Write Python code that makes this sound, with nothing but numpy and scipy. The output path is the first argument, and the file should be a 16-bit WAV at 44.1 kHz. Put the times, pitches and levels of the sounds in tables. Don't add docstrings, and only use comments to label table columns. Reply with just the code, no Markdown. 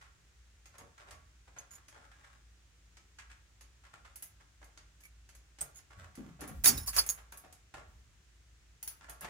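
import sys
import numpy as np
from scipy import signal
from scipy.fft import rfft, irfft
from scipy.io import wavfile

SR = 44100
rng = np.random.default_rng(int(sys.argv[2]) if len(sys.argv) > 2 else 0)


def unload_wav(signal):
    wavfile.write(
        sys.argv[1],
        SR,
        np.round(np.clip(np.atleast_2d(signal).T, -1, 1) * 32767).astype(np.int16),
    )


N = 409688
AGE = np.arange(SR // 2) / SR
LEVEL_WINDOW_S = 0.02

# [t/s, length/s, level/dB, keys over rasp/dB,
# struck part over rasp/dB, f of the struck part/Hz]
KEY_SLIDES = [(1.586, 0.0061, -47.5, -10, 14, 6450), (1.709, 0.049, -50, -26, 4.5, 6830),
              (5.034, 0.022, -54.5, -11, 2, 2238), (5.609, 0.0053, -34.5, -6, 20, 8240),
              (5.747, 0.038, -51.5, -23, 1, 6780), (6.638, 0.011, -26, -3.5, -10, 4530),
              (6.653, 0.006, -19.5, 1, -11, 3720), (6.671, 0.017, -17, 9, -12.5, 7000),
              (6.716, .12, -42.5, 11, -6, 5320), (6.773, 0.007, -38.5, 6.5, -4.5, 3830),
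              (6.87, 0.021, -34, 15, 1, 6700), (6.928, 0.033, -39, -3, -25.5, 4540),
              (6.964, .011, -29, -5, -11, 5130), (6.976, 0.02, -26, 4.5, 9, 10340),
              (7.09, 0.012, -30, 12.5, 19.5, 6600)]
# [f/Hz, level/dB]
KEY_RING_MODES = [(4560, -9), (5320, -8), (5900, -11), (6620, -11), (6750, -12), (8020, -13), (8570, -14),
                  (9020, -13), (10320, 2), (10680, -9), (11010, -8), (11190, -5), (12050, -11),
                  (13740, -12), (14280, -10), (14643, 1), (15310, -5), (15390, -7)]
KEY_T60_S = 0.09
# [f/Hz, level/dB per Hz]
LOCK_COLOUR = [(500, -8), (2000, -1), (3800, -8), (5200, -2.5), (6000, -2.5), (6650, 6), (7400, -9),
               (8400, 1.5), (9600, -5.5), (10500, 8.5), (12500, -3), (15300, -5.5), (16200, -27)]
# [f/Hz, level/dB per Hz]
KNOB_COLOUR = [(80, -3.5), (250, -13), (450, -10), (750, -3), (1200, -2.5), (1900, -3.5), (2800, -10),
               (4500, -16.5), (8000, -17), (16000, -39.5)]
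# [f/Hz, level/dB]
KNOB_RING_MODES = [(330, -10.5), (615, 0), (735, -7.5), (830, -10), (925, 0), (1130, 6), (1400, 11),
                   (1640, 8), (1980, -6)]


def from_db(db):
    return 10 ** (np.asarray(db) / 20)


def at_hz(points, hz):
    f, value = np.transpose(points)
    return np.interp(np.log(np.maximum(hz, 1)), np.log(f), value)


def fade(t60):
    return np.exp(-np.log(1000) * AGE / max(t60, 1e-3))


def unit(x):
    energy = np.mean(np.sum(np.abs(x) ** 2, axis=-1))
    return x / np.sqrt(energy / (LEVEL_WINDOW_S * SR) + 1e-20)


def noise(colour, size, shelf_db=0, shelf_hz=9000):
    # [f/Hz, correlation]
    likeness = [(60, .98), (280, .75), (550, .5), (1200, .15), (4000, 0)]
    hz = np.fft.rfftfreq(size, 1 / SR)
    mid, side = rfft(rng.standard_normal((2, size)))
    alike = np.clip(at_hz(likeness, hz), -.99, .99)
    shelf = 1 - 1 / (1 + (hz / shelf_hz) ** 4)
    gain = from_db(at_hz(colour, hz) + shelf_db * shelf)
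    stereo = np.sqrt(1 + alike) * mid + np.sqrt(1 - alike) * side * [[1], [-1]]
    x = irfft(gain * stereo, size)
    return x / x.std()


def add(track, s, sound, pan_db=0):
    i = round(s * SR)
    panned = sound * from_db([[pan_db / 2], [-pan_db / 2]])
    track[:, max(i, 0):i + len(AGE)] += panned[:, max(-i, 0):N - i]


def mode(hz, t60):
    return np.exp(2j * np.pi * hz * AGE) * fade(t60)


def radiate(modes, level_db, spread_db=11.5):
    strength = from_db(level_db + spread_db * rng.standard_normal(len(modes)))
    phase = np.exp(2j * np.pi * rng.random((2, len(modes))))
    return unit(((strength * phase) @ modes).real)


def seat(sound, rebound_db, rebound_s=0.007, rebound_count=2):
    out = sound.copy()
    gaps = rebound_s * rng.uniform(.5, 1.5, rebound_count)
    for k, delay in enumerate(np.cumsum(gaps), 1):
        i = round(delay * SR)
        out[:, i:] += from_db(k * rebound_db) * sound[:, :len(AGE) - i]
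    return out


def chatter(depth_db, step_s=0.004):
    knots = np.arange(0, AGE[-1] + step_s, step_s)
    wander = rng.standard_normal(1000)[:len(knots)]
    return from_db(depth_db * np.interp(AGE, knots, wander))


def contacts(length, per_s, uneven_db, count=1):
    number = max(int(length * per_s), 2)
    order = np.arange(number)
    jitter = rng.random(number) * (order > 0)
    at = (order + jitter) * length / number
    strength = from_db(uneven_db * rng.uniform(-1, 1, number)) * rng.standard_normal((count, number))
    touches = np.zeros((count, int(length * SR) + 1))
    touches[:, (at * SR).astype(int)] = strength
    return touches


def driven(response, touches):
    return unit(signal.fftconvolve(np.atleast_2d(response), touches, axes=1)[:, :len(AGE)])


def house(hiss_db=-68.5, hum_db=-62.5):
    # [f/Hz, level/dB per Hz]
    hiss_colour = [(100, 8), (170, 4), (210, -2), (320, -1), (520, -7), (900, -8), (1550, -2.5),
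                   (3000, -5.5), (4500, -8.5), (7000, -6), (10000, -17), (16000, -39)]
    hum_colour = [(30, -30), (48, -14.5), (56, 4), (66, -11.5), (100, -17), (300, -53)]
    hiss = from_db(hiss_db) * noise(hiss_colour, N)
    hum = from_db(hum_db) * noise(hum_colour, N)
    return hiss + hum


def hallway(x, build_t60=0.021):
    # [f/Hz, t60/s]
    hall_t60 = [(150, 0.5), (1000, 0.5), (4000, 0.3), (9000, 0.19)]
    edges, tail = np.geomspace(60, 17000, 9), 0
    white = noise([(20, 0), (20000, 0)], len(AGE))
    for low, high in zip(edges, edges[1:]):
        bandpass = signal.butter(2, [low, high], "band", fs=SR, output="sos")
        band = signal.sosfilt(bandpass, np.roll(white, int(high), axis=1))
        tail = tail + band * fade(at_hz(hall_t60, np.sqrt(low * high)))
    tail = tail * (1 - fade(build_t60))
    tail = tail / np.sqrt(np.sum(tail ** 2) / 2)
    return signal.fftconvolve(x, tail, axes=1)[:, :N]


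def thuds(skirt_db=-18.0, rise_t60=0.067, t60_s=0.29, t60_at_hz=245.5, damping_slope=0.89):
    # [t/s, level/dB, f/Hz]
    jolts = [(1.097, -53, 78.6), (5.967, -46, 80.4), (6.176, -41, 230), (6.245, -48, 156),
             (6.415, -44.5, 280), (6.47, -44.5, 167.3), (6.534, -36.5, 58.2), (6.674, -36, 253.6),
             (6.687, -42.5, 134), (6.742, -34, 55.5), (6.874, -48, 1110), (6.974, -34.5, 1140),
             (7.869, -48, 54.7), (9.225, -55, 162)]
    out = np.zeros((2, N))
    for s, level_db, hz in jolts:
        cluster = [(hz / 4, 1.5 * skirt_db), (hz / 1.3, skirt_db / 2), (hz, 0),
                   (hz * 1.3, skirt_db / 2), (hz * 10, 3 * skirt_db)]
        decay = fade(t60_s * (t60_at_hz / hz) ** damping_slope)
        swell = decay * (1 - fade(rise_t60))
        add(out, s, from_db(level_db) * unit(noise(cluster, len(AGE)) * swell))
    return out


def scrapes(slips_per_s=190, uneven_db=3.5, body_t60=0.026, modes_t60=.05, modes_db=-4.5, pan_db=-0.5):
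    # [t/s, length/s, level/dB]
    grinds = [(0.975, 0.13, -62.5), (1.68, 0.13, -67.5), (1.9, 0.2, -64.5), (2.121, 0.29, -70),
              (5.965, 0.1, -59.5), (6.121, .24, -66.5), (6.429, .12, -64.5), (9.015, 0.063, -61),
              (9.237, 0.033, -58)]
    out, (knob_hz, knob_db) = np.zeros((2, N)), np.transpose(KNOB_RING_MODES)
    modes = np.array([mode(hz, modes_t60) for hz in knob_hz])
    for s, length, level_db in grinds:
        slips = contacts(length, slips_per_s, uneven_db, count=len(knob_hz))
        slips = slips * signal.windows.tukey(slips.shape[1], .5)
        grit = driven(noise(KNOB_COLOUR, len(AGE)) * fade(body_t60), slips[:1])
        ring = radiate(driven(modes, slips), knob_db, spread_db=3.5)
        scrape = unit(grit + from_db(modes_db) * ring)
        longer = np.sqrt(length / LEVEL_WINDOW_S)
        add(out, s, from_db(level_db) * longer * scrape, pan_db)
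    return out


def knocks(sustain_db=-3.0, rise_t60=0.016, chatter_db=4.5, rebound_db=-13.5, pan_db=-0.5, bass_hz=800,
           body_t60=.15, ring_t60=.2, ring_db=-6, spread_db=5, plain_bass_db=-10, slide_jolt_db=-23.5):
    # [t/s, level before sustain_db/dB, share of the bass/dB]
    knob_knocks = [(0.011, -52.5, -23), (0.739, -56, -7), (0.784, -51, -1.5), (0.809, -54, 20),
                   (0.977, -53.5, -20), (1.075, -55.5, -7), (1.109, -52, -12), (1.473, -58.5, -3.5),
                   (1.563, -50.5, -5), (1.959, -54, 1), (2.114, -57, -23), (2.234, -55, -15),
                   (3.186, -49, -30), (3.297, -53, -29), (3.836, -55.5, -16), (3.933, -51, -8.5),
                   (4.046, -52.5, -14), (4.4, -59.5, -7.5), (4.614, -54, -4), (5.61, -49, 1.5),
                   (5.903, -53, -7), (6.036, -55.5, -5), (6.391, -48, 7.5), (6.413, -44, -9.5),
                   (6.483, -47.5, 4.5), (6.93, -46, -35), (7.175, -52.5, -10), (7.322, -49.5, -7.5),
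                   (7.437, -52, 2), (7.739, -44, -4.5), (7.779, -49.5, -2), (9.008, -55.5, -12),
                   (9.083, -48, -5), (9.213, -44.5, -9), (9.238, -40, -5.5)]
    out, (knob_hz, knob_db) = np.zeros((2, N)), np.transpose(KNOB_RING_MODES)
    modes = np.array([mode(hz, ring_t60) for hz in knob_hz])
    jolts = [(s + length, db + slide_jolt_db, plain_bass_db) for s, length, db, *_ in KEY_SLIDES]
    for s, level_db, share_db in [*knob_knocks, *jolts]:
        bass_db = share_db - plain_bass_db
        body = unit(noise(KNOB_COLOUR, len(AGE), -bass_db, bass_hz) * fade(body_t60))
        ring = from_db(ring_db) * radiate(modes, knob_db + bass_db * (knob_hz < bass_hz), spread_db)
        swell = 1 - fade(rise_t60)
        knock = from_db(level_db + sustain_db) * unit((body * chatter(chatter_db) + ring) * swell)
        add(out, s, seat(knock, rebound_db), pan_db)
    return out


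def clinks(rise_t60=0.063, free_t60=.07, pan_db=-4.0):
    # [t/s, level/dB]
    swings = [(6.876, -39), (6.982, -24.5)]
    # [f/Hz, level/dB]
    free_key_modes = [(4550, 0), (5275, -4), (5873, -14)]
    split_ring_s, split_ring_db, split_ring_hz, split_ring_t60 = 6.69, -42.5, 5320, .5
    out = np.zeros((2, N))
    key_hz, key_db = np.transpose(free_key_modes)
    notes = np.array([mode(hz, free_t60) for hz in key_hz]) * (1 - fade(rise_t60))
    for s, level_db in swings:
        add(out, s, from_db(level_db) * radiate(notes, key_db, spread_db=0.5), pan_db)
    split_ring = radiate(mode(split_ring_hz, split_ring_t60)[None], 0)
    add(out, split_ring_s, from_db(split_ring_db) * split_ring, pan_db)
    return out


def snaps(crack_db=-5.0, crack_t60=0.0063, body_db=0.0, body_t60=0.057, ring_t60=0.099,
          rebound_db=-6.5, pan_db=-0.5):
    # [t/s, level/dB]
    bar_strikes = [(8.8281, -44.5), (8.8762, -41.5)]
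    # [f/Hz, level/dB]
    bar_modes = [(3235, -14), (4527, -5), (5329, -5), (5950, -3), (6615, -3.5), (10420, 11.5), (11140, 8),
                 (13240, 3), (14550, 4), (15370, 8)]
    out, (bar_hz, bar_db) = np.zeros((2, N)), np.transpose(bar_modes)
    modes = np.array([unit(mode(hz, ring_t60 * np.sqrt(bar_hz[0] / hz))) for hz in bar_hz])
    for s, level_db in bar_strikes:
        decay = from_db(crack_db) * fade(crack_t60) + from_db(body_db) * fade(body_t60)
        crack = noise(LOCK_COLOUR, len(AGE)) * decay
        ring = radiate(modes, bar_db, spread_db=0.0)
        add(out, s, from_db(level_db) * seat(crack + ring, rebound_db), pan_db)
    return out


def slides(contacts_per_s=450, uneven_db=4.0, rasp_t60=.105, part_t60=0.058, grip_detune=0.0021,
           twin_ratio=1.02, twin_db=-9, pan_db=-5.0):
    out, (key_hz, key_db) = np.zeros((2, N)), np.transpose(KEY_RING_MODES)
    for s, length, level_db, keys_db, part_db, part_hz in KEY_SLIDES:
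        touches = contacts(length, contacts_per_s, uneven_db, count=len(key_hz))
        rasp = driven(noise(LOCK_COLOUR, len(AGE)) * fade(rasp_t60), touches[:1])
        keys = []
        for hz, own_touches in zip(key_hz, touches):
            gripped_hz = hz * (1 + grip_detune * rng.standard_normal())
            keys.append(driven(mode(gripped_hz, KEY_T60_S), own_touches[None]))
        ring = radiate(np.vstack(keys), key_db, spread_db=1.0)
        notes = [driven(mode(hz, part_t60), touches[:1]) for hz in (part_hz, part_hz * twin_ratio)]
        part = radiate(np.vstack(notes), np.array([0, twin_db]), spread_db=5.0)
        slide = unit(rasp + from_db(keys_db) * ring + from_db(part_db) * part)
        add(out, s, from_db(level_db) * slide, pan_db)
    return out


def clicks(crack_db=-7.5, crack_t60=0.00705, sustain_db=-8.5, body_db=-3.0, body_t60=0.099, keys_db=-14.5,
           part_db=-13.0, part_t60=0.077, twin_ratio=1.2, twin_db=-6.0, rebound_db=-15.0, pan_db=-2.0,
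           cylinder_hz=6630, cylinder_scatter=0.0079, plain_treble_db=-7.5):
    # [t/s, level before the layers' own levels/dB, share of the treble/dB]
    key_clicks = [(0.657, -48, -31), (0.782, -46, -16.5), (1.1088, -44, -25), (1.588, -47, -28),
                  (1.883, -47, -24), (2.97, -49, -40), (3.1862, -46.5, -51), (3.6098, -47, -22),
                  (4.158, -39, -1.5), (4.224, -34, 3), (4.643, -53, -18), (4.775, -46, -41),
                  (5.006, -54, -12), (5.2906, -49.5, -24), (5.3503, -50, -15), (5.5865, -46, -32),
                  (5.6115, -33, 1), (5.7893, -51, -25), (6.1535, -46, -17), (6.408, -38.5, -9.5),
                  (6.477, -39.5, 1.5), (6.642, -19, -4), (6.675, -19, -4.5), (6.862, -37.5, 6.5),
                  (6.8745, -30.5, 6), (6.979, -23.5, -8.5), (7.064, -31, 5), (7.092, -25, 17),
                  (7.3215, -43.5, -6), (7.3732, -40.5, 4.5), (7.526, -46.5, -11), (9.0955, -38, -1),
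                  (9.209, -37.5, 7.5)]
    out, (key_hz, key_db) = np.zeros((2, N)), np.transpose(KEY_RING_MODES)
    keys = np.array([unit(mode(hz, KEY_T60_S)) for hz in key_hz])
    for s, level_db, share_db in key_clicks:
        treble_db = share_db - plain_treble_db
        hz = cylinder_hz * (1 + cylinder_scatter * rng.standard_normal())
        crack = from_db(crack_db) * noise(LOCK_COLOUR, len(AGE), treble_db) * fade(crack_t60)
        body = from_db(body_db) * unit(noise(LOCK_COLOUR, len(AGE), treble_db) * fade(body_t60))
        ring = from_db(keys_db) * radiate(keys, key_db + treble_db * (key_hz > 9500))
        twins = np.array([mode(hz, part_t60), mode(hz * twin_ratio, part_t60)])
        part_gain = from_db(part_db) / np.hypot(1, from_db(treble_db))
        part = part_gain * radiate(twins, np.array([0, twin_db]), spread_db=5)
        click = from_db(level_db) * (crack + from_db(sustain_db) * (body + ring + part))
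        add(out, s, seat(click, rebound_db), pan_db)
    return out


def scene(click_room_db=-5.0, slide_room_db=-17.5, knock_room_db=-6.0):
    ticks = clicks() + snaps()
    rasps = slides()
    wood = knocks() + scrapes()
    room = hallway(from_db(click_room_db) * ticks + from_db(slide_room_db) * rasps
                   + from_db(knock_room_db) * wood)
    return ticks + rasps + clinks() + wood + thuds() + room + house()


def record(dry, low_cut_hz=36, cutoff_hz=16000):
    low_cut = signal.butter(4, low_cut_hz, "high", fs=SR, output="sos")
    top_cut = signal.ellip(10, .3, 80, cutoff_hz, fs=SR, output="sos")
    return signal.sosfilt(top_cut, signal.sosfilt(low_cut, dry))


dry = scene()
out = record(dry)
unload_wav(out)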